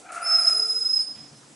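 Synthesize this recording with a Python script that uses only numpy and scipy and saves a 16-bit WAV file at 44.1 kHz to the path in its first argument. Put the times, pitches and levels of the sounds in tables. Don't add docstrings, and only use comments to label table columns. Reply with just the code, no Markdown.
import sys
import numpy as np
from scipy import signal
from scipy.fft import rfft, irfft
from scipy.io import wavfile
from scipy.ndimage import uniform_filter1d

SR = 44100
rng = np.random.default_rng(int(sys.argv[2]) if len(sys.argv) > 2 else 0)


def wav_out(sig):
    wavfile.write(sys.argv[1], SR, np.round(np.clip(np.atleast_2d(sig).T, -1, 1) * 32767).astype(np.int16))


def boost(x):
    u = np.asarray(x, float) / 20
    return 10 ** u


N = 68355
T = np.arange(N) / SR

# time_s, pitch_hz, effort_db, octave_db
WHISTLE = [
    (.262, 5254, -26, -35.5),
    (.36, 5206, -14.5, -31),
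    (0.438, 5025, -22, -19.5),
    (0.477, 5154, -13.5, -34),
    (0.546, 5055, -21.5, -15),
    (0.588, 5105, -19, -31.5),
    (0.629, 5057, -21, -20.5),
    (.72, 5097, -23.5, -25),
    (0.987, 5108, -18.5, -31),
]


def evened(x):
    return x / np.sqrt(np.mean(x ** 2) + 1e-20)


def read(points, hz):
    f, value = np.transpose(points)
    return np.interp(np.log(hz + 1), np.log(f + 1), value)


def slow(width):
    once = uniform_filter1d(rng.standard_normal(N), int(width))
    return evened(uniform_filter1d(once, int(width)))


def span(start, end, rise, fall):
    return np.clip((T - start) / rise, 0, 1) * np.clip((end - T) / fall, 0, 1)


def resonate(x, hz, width):
    turn, r = np.exp(2j * np.pi * hz * T), np.exp(-np.pi * width / SR)
    return 2 * (turn * signal.lfilter([1 - r], [1, -r], x / turn)).real


def noise(shape, patchy_db):
    # freq_hz, likeness
    likeness = [(60, 0.99), (250, 0.7), (1000, 0.42), (2500, 0.25), (6000, 1), (10000, 0.42)]
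    frames, hz = N // 128 + 5, np.fft.rfftfreq(512, 1 / SR)
    a, b, c, d, patches = rng.standard_normal((frames, 257, 5)).T
    patches = evened(uniform_filter1d(uniform_filter1d(patches, 8, 0), 20, 1))
    same = np.clip(read(likeness, hz), 0, 1)[:, None]
    left = a + 1j * b
    right = same * left + np.sqrt(1 - same ** 2) * (c + 1j * d)
    z = np.array([left, right])
    z *= boost(read(shape, hz)[:, None] + patchy_db * patches) * (hz[:, None] > 0)
    return evened(signal.istft(z, nperseg=512, noverlap=384)[1][:, :N])


def quiet_floor():
    # freq_hz, density_db (per Hz)
    hush = [(25, -58), (90, -18), (300, -5), (1430, -11.5), (2300, -17), (4500, -17), (7500, -13.5),
            (11000, -19.5)]
    return boost(-51.5) * noise(hush, patchy_db=1.5)


def fan():
    hz, width_hz, level_db = 286, 21, -63.5
    tone = resonate(resonate(rng.standard_normal(N), hz, width_hz), hz, width_hz)
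    return boost(level_db) * evened(tone)


def room(x):
    # freq_hz, t60_s
    decay = [(150, 0.66), (700, 0.77), (1500, 1.17), (5000, 0.81), (10000, 0.41)]
    # freq_hz, likeness
    shared = [(200, 0.97), (5000, 0.91), (10000, 0.72)]
    taps = np.zeros((3, SR))
    at = np.arange(300, SR - 20, 20) + rng.integers(0, 20, (3, (SR - 301) // 20))
    np.put_along_axis(taps, at, rng.choice([-1., 1.], at.shape), 1)
    hz, t, z = signal.stft(taps, SR, nperseg=256)
    t60 = read(decay, hz)[:, None]
    common = np.clip(read(shared, hz), 0, 1)[:, None]
    z = common * z[2] + np.sqrt(1 - common ** 2) * z[:2]
    z = z * boost(-60 * t / t60) * np.sqrt(1 / t60)
    tail = signal.istft(z, SR, nperseg=256)[1]
    return signal.fftconvolve(x[None], tail / np.linalg.norm(tail[0]), axes=1)[:, :N]


def steps():
    # start_s, level_db
    footfalls = [(0.471, -68), (0.562, -73), (.8, -49.5), (1.018, -52), (1.088, -45.5), (1.154, -34),
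                 (1.188, -39.5), (1.248, -73), (1.308, -37), (1.38, -58), (1.418, -60), (1.498, -47)]
    # mode_hz, t60_s, level_db
    modes = [(143, 0.14, 3), (222.5, 0.2, 3), (286, 0.61, -6), (456, .2, -30), (720, 0.06, -13)]
    push = np.zeros(N)
    for s, db in footfalls:
        push += boost(db) * (T > s) * np.exp(-np.maximum(T - s, 0) / 0.011)
    push = push * rng.standard_normal(N) + boost(-78) * rng.standard_normal(N)
    boom = np.zeros(N)
    for hz, t60, db in modes:
        boom += boost(db) * resonate(resonate(push, hz, 97), hz, 3.1 / t60 + 12)
    return boost(20) * boom


def scuffs():
    # start_s, length_s, level_db, centre_hz
    scrapes = [
        (-.01, 0.033, -50, 7500),
        (0.119, 0.061, -42.5, 8200),
        (0.265, 0.018, -81, 7000),
        (0.461, 0.056, -39, 7410),
        (0.965, 0.078, -53.5, 1780),
        (1.15, 0.056, -52.5, 3370),
    ]
    out = np.zeros(N)
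    for s, length, db, hz in scrapes:
        grit = rng.standard_normal(N) * boost(3.8 * slow(23))
        scrape = evened(resonate(resonate(grit, hz, 6000), hz, 6000))
        out += boost(db) * span(s, s + length, 0.00067, 0.22 * length) * scrape
    return out


def breath():
    # freq_hz, density_db (per Hz)
    hiss = [(1500, -23), (3500, -9.5), (4500, -18), (5600, 2), (7000, -3), (9000, -0.5), (11000, -6)]
    # freq_hz, width_hz, level_db
    nose = [(6960, 100, -1.5), (7820, 240, -1.5), (3895, 126, -11.5)]
    level_db, fade_db = -44, -3.5
    air = noise(hiss, patchy_db=-2.0)
    nasal = sum(boost(db) * evened(resonate(rng.standard_normal(N), hz, width)) for hz, width, db in nose)
    air = air + nasal * boost(-4.5)
    start, end = WHISTLE[0][0], WHISTLE[-1][0]
    level = boost(level_db + fade_db * (T - start) / (end - start))
    return level * span(start - .03, end + 0.084, 0.061, 0.06) * air


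def hum():
    # time_s, pitch_hz, level_db
    course = [
        (.46, 408, -62),
        (.55, 434, -54),
        (.61, 437, -48),
        (.67, 447, -56),
        (.76, 453, -53),
        (.82, 447, -62),
    ]
    s, hz, db = np.transpose(course)
    turn = 2 * np.pi * np.cumsum(np.interp(T, s, hz) + 6 * slow(460)) / SR
    return boost(np.interp(T, s, db)) * span(s[0], s[-1], 0.0088, 0.011) * np.sin(turn) * np.sqrt(2)


def moan():
    # time_s, pitch_hz, effort_db, chest_db
    course = [
        (0, 770, -67, 9.5),
        (.075, 780, -42.5, 4),
        (.105, 690, -38, 3),
        (0.219, 666.6, -34, -1.5),
        (0.382, 683.6, -38, 5.5),
        (0.499, 664.6, -40, 0.5),
        (0.602, 670.3, -55, 16),
        (0.722, 690, -60.5, -15),
        (.92, 678, -51.5, -16),
    ]
    # freq_hz, width_hz, level_db
    throat = [(690, 266, -8), (1320, 245, 2.5), (1790, 810, -18), (1990, 240, -11), (2390, 480, -11)]
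    jitter, rough = .055, .48
    s, hz, db, chest_db = np.transpose(course)
    turns = np.cumsum(np.interp(T, s, hz) * (1 + jitter * slow(250))) / SR
    folds = sum(np.cos(2 * np.pi * k * turns) for k in range(1, 5))
    puffs = (0.9 + np.exp(-(turns % 1) / 0.9)) * rng.standard_normal(N)
    drive = (1 - rough) * evened(folds) + rough * 3 * evened(puffs)
    chest = np.interp(T, s, chest_db)
    voice = np.zeros(N)
    for k, (f, width, gain_db) in enumerate(throat):
        formant = resonate(resonate(drive, f, width), f, width)
        voice += (-1) ** k * boost(gain_db + (k == 0) * chest) * formant
    level = boost(np.interp(T, s, db) + 2.36 * slow(225))
    return level * span(s[0], s[-1], 0.0085, 0.07) * evened(voice)


def ring():
    level_db, t60_s = -22, 0.46
    end, hz = WHISTLE[-1][:2]
    pair = np.sin(2 * np.pi * hz * T) + 0.26 * np.sin(2 * np.pi * (hz - 19) * T)
    level = boost(level_db - 60 * np.abs(T - end) / t60_s + 3.6 * slow(340))
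    return level * span(end + 0.0013, 2, 0.0038, .1) * pair


def whistle():
    cancels = [.379, .409, .438, .462, .499, .545, .561, .589, .614, .641, .680, .734, .803, .841, .885,
               .926, .951, .987]
    scoop_s, scoop_hz, scoop_db = .05, 500, -24
    drop_s, drop_hz, drop_db = .03, 680, -30
    wobble_hz, ends_rough_hz, octave_ends_db = 7, 70.6, 42.5
    wall_echo = 0.7
    s, hz, db, octave_db = np.transpose(WHISTLE)
    before = np.clip((s[0] - T) / scoop_s, 0, 1)
    after = np.clip((T - s[-1]) / drop_s, 0, 1)
    ends = before + after

    pitch = uniform_filter1d(np.interp(T, s, hz), 350) - scoop_hz * before ** 1.9 - drop_hz * after ** 0.96
    pitch = pitch + wobble_hz * slow(406) + ends_rough_hz * ends * slow(37)
    turn = 2 * np.pi * np.cumsum(pitch) / SR
    level = boost(np.interp(T, s, db) + scoop_db * before + drop_db * after ** .8 + .6 * slow(225))
    level *= span(s[0] - scoop_s, s[-1] + drop_s, 0.0068, 0.016) * np.sqrt(2)

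    count = len(cancels)
    at = np.r_[cancels[0] - .025, cancels, cancels[-1] + .012]
    slip = 2 * np.pi * np.interp(T, at, np.r_[0, np.arange(count) + .5, count])
    both = (np.sin(turn + slip / 2) + wall_echo * np.sin(turn - slip / 2)) / (1 + wall_echo)
    octave_level = boost(np.interp(T, s, octave_db) + octave_ends_db * ends + 3.7 * slow(750))
    return level * both, level * octave_level * np.sin(2 * turn), np.sqrt(ends)


def scene():
    tone, octave, ends = whistle()
    rest = moan() + hum() + scuffs() + boost(-1.5) * steps()
    to_room = boost(-2.5) * rest + boost(-9 + 9.2 * ends) * tone + boost(-6 + 18 * ends) * octave
    near = boost(-4 * ends) * tone + ring() + boost(-3 * ends) * octave + boost(-2.5) * rest
    return near + room(to_room) + breath() + fan() + quiet_floor()


def top_cut(x):
    return signal.sosfilt(signal.butter(12, 11810, fs=SR, output="sos"), x)


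def record(dry):
    # freq_hz, level_db
    right_over_left = [(100, -0.7), (2000, -1), (5000, 2.5), (10000, 1.5)]
    edge_hz = 11150
    tilt = boost(read(right_over_left, np.fft.rfftfreq(N, 1 / SR)) / 2 * np.array([[-1], [1]]))
    tilted = irfft(rfft(dry) * tilt, N)
    low_pass = signal.firwin(255, edge_hz, window=("kaiser", 6), fs=SR)
    mix = signal.oaconvolve(tilted, low_pass[None], "same")
    return top_cut(mix)


dry = scene()
out = record(dry)
wav_out(out)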